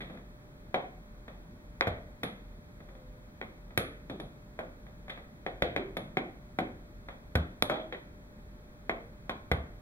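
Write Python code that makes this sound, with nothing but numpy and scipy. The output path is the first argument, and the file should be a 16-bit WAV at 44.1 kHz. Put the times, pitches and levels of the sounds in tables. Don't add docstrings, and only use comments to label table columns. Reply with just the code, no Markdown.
import sys
import numpy as np
from scipy import signal
from scipy.fft import rfft, irfft, next_fast_len
from scipy.io import wavfile
from scipy.ndimage import uniform_filter1d

SR = 44100
rng = np.random.default_rng(int(sys.argv[2]) if len(sys.argv) > 2 else 0)


def wav_record(signal):
    frames = np.transpose(np.atleast_2d(signal))
    bounded = np.clip(frames, -1, 1)
    quanta = np.round(bounded * 32767).astype(np.int16)
    wavfile.write(sys.argv[1], SR, quanta)


N = 432621
SIZE, LEAD = 16384, 256

# the columns of blow() in struck(), then zing/dB
CATCHES = [(2.2330, -.5, 2, 3, -1.5, 0, 2, 4, 7, -12, 0.0026, 3, 502, 0.03, 221, 0.045, 2100, 3.5, -56),
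           (4.098, -6, 4, 6, 4.5, -3, -3.5, -1, -3, -13, 0.0028, 2, 192, 0.049, 400, 0.022, 1930, -1, -76),
           (4.1998, -5, 3, 0.5, 1, -2.5, -6, -1, -2, -14, 0.0028, -2, 195, .04, 404, 0.033, 1910, 1.5, -65),
           (5.9686, 0.5, 5, 1.5, 0.5, -1.5, -1.5, 0.5, 4, -14, 0.0031, -1, 626, .025, 237, 0.028, 2172, 5, -60),
           (7.6238, 6.5, 3, 2, 0, 3.5, -1, 6, 15, 4.5, 0.00096, -4, 602, 0.024, 159, 0.038, 2160, 2, -52)]
# f/Hz, peak/dB, t60/s
PAT_MODES = [(195, 7, 0.031), (300, 7.5, 0.017), (532, 7, 0.014), (730, 3.5, 0.012), (1250, 2.5, 0.012),
             (1815, 3.5, 0.0049), (2320, 0, 0.0043), (3480, 0.5, 0.004), (10150, -17.5, 0.0059),
             (12300, -19.5, 0.0027)]


def board():
    # f/Hz, peak/dB, t60/s
    modes = [(170, 11, 0.013), (239, 15.5, 0.035), (364, 16, 0.029), (537, 13.5, 0.014), (737, 11, 0.023),
             (1090, 5.5, 0.012), (1510, 5, 0.0088), (1940, 8, 0.0056), (2320, 6.5, 0.0064),
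             (3265, 4, 0.0048), (3890, -2.5, 0.0082), (10360, -23, 0.0033), (12600, -19.5, 0.0054)]
    knocks = [(0.743, 3, -5, -9, -6.5, -2, -2, -2.5, -5, -20, .002, -.5, 565, 0.024, 750, 0.077, 925, 4),
              (1.8095, 1, -17, -21, -3, 4.5, 4.5, 2, 1.5, 6.5, 0.0012, 1.5, 542, 0.08, 335, 0.036, 2113, 4),
              (3.4139, -9, -7, -4, -3.5, 0, 1.5, -1, -4, -15, 0.0015, 0, 544, 0.069, 220, .05, 2100, 5.5),
              (4.59, -6, -6, -17, -2, -1, -3.5, -7.5, -1, -19, .0025, 0, 649, 0.066, 334, 0.051, 1460, 5),
              (5.4641, -4, -7, -6, -3.5, -1, -1, -2, -4, -22, .0017, -0.9, 550, 0.061, 741, .045, 1880, 5.5),
              (5.763, 0.5, 1, -5.5, 4.5, -2, 1.5, 0.5, -1.5, -25, 0.0017, -0.5, 390.6, 0.18, 321, .17, 2210, 4),
              (6.1703, -.5, 1, 2, 3, 1.5, 2.5, 0.5, 0, -27, 0.0022, -0.5, 764, 0.049, 328, 0.042, 2200, 5),
              (6.5875, 1, 4.5, 1, -1, 0, -1, -3, 1.5, -11, 0.0022, -0.8, 337, 0.074, 740, 0.087, 1504, 2.5),
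              (7.6976, 1.5, -7, -12.5, -4.5, -2, -2.5, -4.5, 2.5, -11, 0.0042, -0.5, 631, 0.17, 333, 0.18, 1320, 10.5),
              (7.9245, -13, -2, -8, 5.5, 2, 4.5, 6.5, -4.5, -20, 0.0024, 4, 508, 0.21, 323, 0.025, 1860, 4.5),
              (8.8950, -0.5, -5.5, -4.5, -0.5, 3.5, 2.5, -2.5, -2, -13, 0.0025, -1.5, 682, .085, 470, .04, 2057, 4.5),
              (9.2947, -7, -3, 1, -3, 5.5, 2, 5, 6.5, -5, 0.0029, 0.5, 1075, 0.079, 724, 0.019, 1444, 3.5)]
    # t/s,
    # level/dB, crack/dB
    bounces = [(7.7115, -7.5, -7), (7.7225, -14, 0), (7.7405, -12, -4), (7.7565, -17.5, -1),
               (7.768, -18, 1), (7.7995, -18.5, -3), (7.947, -24, 15)]
    knock = struck(modes, chatter=0.49, low_hz=162, echo_db=-14)
    rebound = dict(boom_db=-5, bass_db=-8, hollow_db=-3, honk_db=-0.5, edge_db=2, tick_db=-4,
                   snap_db=-18, contact_s=0.0034, room_db=2.5, ring_hz=644, ring_t60=0.11,
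                   second_hz=800, second_t60=0.05, clack_hz=3400, clack_db=6.5)
    rattle = [knock(s, db, crack_db=crack_db, **rebound) for s, db, crack_db in bounces]
    return played([knock(*row) for row in knocks] + rattle)


def ball():
    # f/Hz, peak/dB, t60/s
    modes = [(73.9, 28.5, 0.29), (114, 22, 0.039), (182, 15, 0.076), (307, 13.5, 0.035), (514, 17, 0.014),
             (686, 14, 0.016), (1160, 6, 0.016), (1565, 9.5, 0.006), (1970, 8, 0.0057), (2370, 5, 0.0047),
             (3400, 6, 0.0028), (10800, -14.5, 0.0052), (12040, -11.5, 0.0033)]
    # the columns of blow() in struck(), then zing/dB
    kicks = [(1.8709, -2, 2, -1.5, -3.5, -1, -2, -4, -3, -12, 0.0047, -1, 647, 0.043, 500, 0.021, 1900, 3, -79),
             (3.7757, -3, -5, 2, 3.5, -3.5, 8, 6.5, 18, 3, 0.0014, 3, 480, 0.051, 187, .07, 1250, 7, -46),
             (5.6218, 3, -2.5, -8, 0.5, -5.5, 0, 0.5, -4.5, -10, 0.0016, -0.8, 350, .08, 520, 0.032, 1980, 4, -70),
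             (7.354, -1.5, 7, 8, 2.5, 1.5, 2.5, 2, 6, -1, 0.0027, -1.8, 1550, 0.031, 233, 0.077, 1545, 5, -67),
             (9.5155, 1.5, 5, 0.5, -2.5, 0.5, 1, -2, 0.5, -7, 0.002, -3, 524, 0.078, 1480, 0.035, 2100, 5.5, -64)]
    kick = struck(modes, chatter=0.67, low_hz=57, echo_db=-20)
    skin = [(s, zing(zing_db)) for s, *_, zing_db in kicks + CATCHES]
    return played([kick(*row) for *row, _ in kicks] + skin)


def zing(db, centre_hz=10200, width_hz=700, t60=0.32):
    hz, t = np.fft.rfftfreq(SIZE, 1 / SR), np.arange(SIZE) / SR
    noise = rfft(rng.standard_normal((2, SIZE)))
    cluster = irfft(noise / (1 + ((hz - centre_hz) / width_hz) ** 4))
    mid, side = cluster / cluster.std() * gain_of(db - 60 * t / t60)
    return stereo(0.42 * mid, side)


def hands():
    catch = struck(PAT_MODES, chatter=0.77, low_hz=129, echo_db=-29)
    return played(catch(*row) for *row, _ in CATCHES)


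def shoes(slips_per_scuff=6):
    # t/s, level/dB, bass/dB
    steps = [(0.098, -17.5, 11.5), (0.172, -19.5, -12), (1.2807, -13, -6), (2.8039, -22, 4),
             (2.888, -22.5, -7), (2.9513, -23.5, -9), (3.7066, -22, -5), (4.8659, -21.5, -5),
             (5.0811, -13.5, -11), (5.1185, -17, -11), (5.175, -15, -2), (7.0857, -9, -11)]
    # t/s, length/s, level/dB, bass/dB, crack/dB, room/dB
    scuffs = [(0, 0.021, -22, 6.5, 8.5, 7.5), (0.05, .11, -30, 9, -1, 10.5),
              (5.095, .009, -19.5, -9, 10, 5.5)]
    pat = struck(PAT_MODES, chatter=0.76, low_hz=130, echo_db=-19)
    sole = dict(snap_db=-20, contact_s=0.0025, ring_hz=228, ring_t60=0.025,
                second_hz=620, second_t60=0.014, clack_hz=1960, clack_db=4)
    pats = [pat(s, db, boom_db=bass, bass_db=bass, hollow_db=bass / 2, honk_db=1.5, crack_db=-0.5,
                edge_db=-3, tick_db=-7, room_db=2.5, **sole) for s, db, bass in steps]
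    for start, length, db, bass, crack, room in scuffs:
        for k in range(slips_per_scuff):
            s = start + length * (k + rng.random()) / slips_per_scuff
            pats.append(pat(s, db, boom_db=bass, bass_db=bass, hollow_db=bass / 2, honk_db=0,
                            crack_db=crack, edge_db=crack, tick_db=4, room_db=room, **sole))
    return played(pats)


def struck(modes, chatter, low_hz, echo_db):
    # f/Hz, level/dB
    colour_curve = [(60, -1), (180, -1), (400, -2), (750, -.5), (1000, -2.5), (1300, -1), (1900, -1),
                    (2350, 1.5), (3300, 0), (4000, -1), (4900, -6.5), (6300, -5), (7800, -1.5), (10000, -2),
                    (13000, -0.5), (16000, -6)]
    bands_hz = [90, 210, 380, 620, 1000, 2000, 3700, 10000]
    # f/Hz, level/dB
    room_level = [(70, 0.5), (200, 0.5), (450, 0), (750, 1), (1100, 1.5), (2000, -6), (3500, -3),
                  (7500, -8.5), (10500, -2.5), (14000, -9)]
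    # f/Hz, level/dB
    direct_side = [(60, -28), (200, -17), (450, -14), (750, -5.5), (1100, 0.5), (1600, 1), (3000, 9),
                   (6000, 7.5), (11000, 5)]
    room_side = [(60, -28), (200, -22), (450, -8), (750, -5), (1100, 1.5), (1600, 6.5), (3500, 9),
                 (11000, 8.5)]
    hz = np.fft.rfftfreq(SIZE, 1 / SR)
    colour = read(colour_curve, hz)
    resonance = causal(10 * np.log10((abs(ringing(modes)) ** 2).sum(0)))
    bending = np.exp(-1j * np.sqrt(hz / 18.4))
    _, radiation = signal.freqz(*signal.butter(2, low_hz, "high", fs=SR), worN=hz, fs=SR)
    direct_width, room_width = gain_of(read(direct_side, hz)), gain_of(read(room_side, hz))
    direct = stereo(0.96, 1j * direct_width) / np.hypot(1, direct_width)
    room_gain = gain_of(read(room_level, hz)) / np.hypot(1, room_width)
    fades = signal.windows.tukey(SIZE, LEAD / SIZE) * np.minimum(np.linspace(10, 0, SIZE), 1)
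    snap_hz = 2860
    snap = (hz / snap_hz) ** 2 * np.exp(1 - (hz / snap_hz) ** 2) * delay(hz, 0.000407)

    def blow(s, db, boom_db, bass_db, hollow_db, honk_db, crack_db, edge_db, tick_db, snap_db,
             contact_s, room_db, ring_hz, ring_t60, second_hz, second_t60, clack_hz, clack_db):
        clack = clack_db / (1 + ((hz - clack_hz) / 126) ** 2)
        bands_db = [boom_db, bass_db, hollow_db, 0, honk_db, crack_db, edge_db, tick_db]
        tone = causal(colour + clack + read(list(zip(bands_hz, bands_db)), hz))
        spot = ringing([(ring_hz, 11.5, ring_t60), (second_hz, 11.5, second_t60)])
        ring = np.array([ring_t60, second_t60]) / 0.054 @ spot
        mid, side = room_tail()
        wet = room_gain * gain_of(room_db - 0.41 * crack_db)
        room = (resonance * tone + ring) * stereo(mid, room_width * side) * wet
        echoes = wall_echoes(hz, echo_db)
        body = resonance * bending * tone * contact(chatter, contact_s) * (1 + echoes)
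        at_mic = (body + ring + gain_of(snap_db) * snap) * direct + room
        return s - LEAD / SR, gain_of(db) * fades * irfft(at_mic * radiation * delay(hz, LEAD / SR))
    return blow


def ringing(modes):
    hz, db, t60 = np.transpose(modes)[:, :, None]
    f, width = np.fft.rfftfreq(SIZE, 1 / SR), np.log(1000) / (np.pi * t60)
    return gain_of(db) * width * hz / (hz ** 2 - f ** 2 + 1j * width * f)


def contact(chatter, decay_s):
    t = np.arange(1024) / SR
    grit = rng.standard_normal(len(t)) * np.sqrt(t) * np.exp(-t / decay_s)
    share = chatter * np.fft.rfftfreq(SIZE, 1 / SR) / 1000
    force = 1 + 1j * share * rfft(grit / np.linalg.norm(grit), SIZE)
    return force * causal(-broad_db(force, bins=161))


def wall_echoes(hz, db, low_hz=910, scatter_s=0.001016):
    lags = [.0103, .0128, 0.018]
    reflections = sum(delay(hz, lag + scatter_s * rng.uniform(-1.023, 1)) for lag in lags)
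    return gain_of(db) * hz / np.hypot(hz, low_hz) * reflections


def room_tail(early_db=-3, early_t60=0.18, gap_s=0.0025, build_s=0.0029, wet_db=0.65):
    # f/Hz, t60/s
    decay_times = [(70, 0.26), (200, 0.6), (450, 0.44), (1000, 0.39), (2000, 0.49), (4000, 0.36),
                   (7500, 0.27), (10300, 0), (13000, 0.14)]
    hz, t, noise = signal.stft(rng.standard_normal((2, SIZE)), SR, nperseg=256)
    t60 = read(decay_times, hz)[:, None]
    early = gain_of(early_db - 60 * t / early_t60) / np.sqrt(early_t60)
    late = gain_of(-60 * t / t60) / np.sqrt(t60)
    tail = signal.istft(noise * np.hypot(late, early), SR, nperseg=256)[1][:, :SIZE]
    onset = np.clip((np.arange(SIZE) / SR - gap_s) / build_s, 0, 1)
    spectra = rfft(tail * onset)
    return spectra * gain_of(wet_db - broad_db(spectra, bins=41))


def sinking_tone(start_s=2.85, from_hz=640, to_hz=507, sink_s=0.056, db=-62):
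    t = np.maximum(np.arange(N) / SR - start_s, 0)
    hz = to_hz + (from_hz - to_hz) * np.exp(-t / sink_s)
    level = np.interp(t, np.cumsum([0, 0.081, 0.14, 0.28]), [0, 1, 1, 0])
    return np.sqrt(2) * gain_of(db) * level * np.sin(2 * np.pi * np.cumsum(hz) / SR)


def camera_whine(waver=0.0012):
    # f/Hz, mid rms/dB, side rms/dB
    tones = [(597.6, -65.5, -73.5), (2610, -103, -86), (14100, -100, -98), (15600, -99, -92)]
    t = np.arange(N) / SR
    knots = np.linspace(0, t[-1], num=80)
    speed = 1 + waver * np.interp(t, knots, rng.standard_normal(len(knots)))
    turn = 2 * np.pi * np.cumsum(speed) / SR
    return np.sqrt(2) * sum(stereo(gain_of(mid) * np.sin(hz * turn), -gain_of(side) * np.cos(hz * turn))
                            for hz, mid, side in tones)


def room_tone():
    # f/Hz, level/dB per Hz
    mid = [(15, -81), (30, -79.5), (43, -64), (60, -76), (130, -77), (220, -78), (300, -84.5), (430, -89),
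           (700, -95), (1200, -99), (2200, -106), (4000, -112), (6000, -121), (10000, -127), (13400, -126),
           (14000, -112), (14500, -127), (15400, -121)]
    side = [(20, -98), (60, -92), (200, -91.5), (500, -97), (1000, -98), (1500, -95), (2300, -99),
            (3600, -104), (5500, -111), (9500, -112), (13000, -108.5), (14000, -106), (15000, -112)]
    size = next_fast_len(N)
    hz = np.fft.rfftfreq(size, 1 / SR)
    density = gain_of([read(mid, hz), read(side, hz)]) * np.sqrt(SR / 2)
    noise = irfft(rfft(rng.standard_normal((2, size))) * density, size)
    return stereo(*noise[:, :N])


def gain_of(db):
    return 10 ** (np.asarray(db) / 20)


def read(points, hz):
    f, value = np.transpose(points)
    return np.interp(np.log(hz + 1), np.log(f + 1), value)


def delay(hz, s):
    return np.exp(-2j * np.pi * hz * s)


def causal(db):
    log_gain = np.log(gain_of(np.concatenate([db, db[-2:0:-1]])))
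    return np.exp(np.conj(signal.hilbert(log_gain)))[:len(db)]


def broad_db(spectrum, bins):
    return 10 * np.log10(abs(uniform_filter1d(abs(spectrum) ** 2, bins)) + 1e-12)


def stereo(mid, side):
    return np.array([mid + side, mid - side])


def played(sounds):
    track = np.zeros((2, N))
    for s, sound in sounds:
        part = track[:, max(round(s * SR), 0):][:, :sound.shape[1]]
        part += sound[:, :part.shape[1]]
    return track


def scene():
    return board() + ball() + hands() + shoes() + room_tone() + camera_whine() + sinking_tone()


def record(dry):
    # f/Hz, width/Hz
    notches = [(2850, 570), (5010, 180)]
    for hz, width in notches:
        dry = signal.lfilter(*signal.iirnotch(hz, hz / width, SR), dry)
    band_limit = signal.firwin(511, cutoff=15900, window=("kaiser", 9), fs=SR)
    return signal.oaconvolve(dry, band_limit[None], "same")


dry = scene()
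out = record(dry)
wav_record(out)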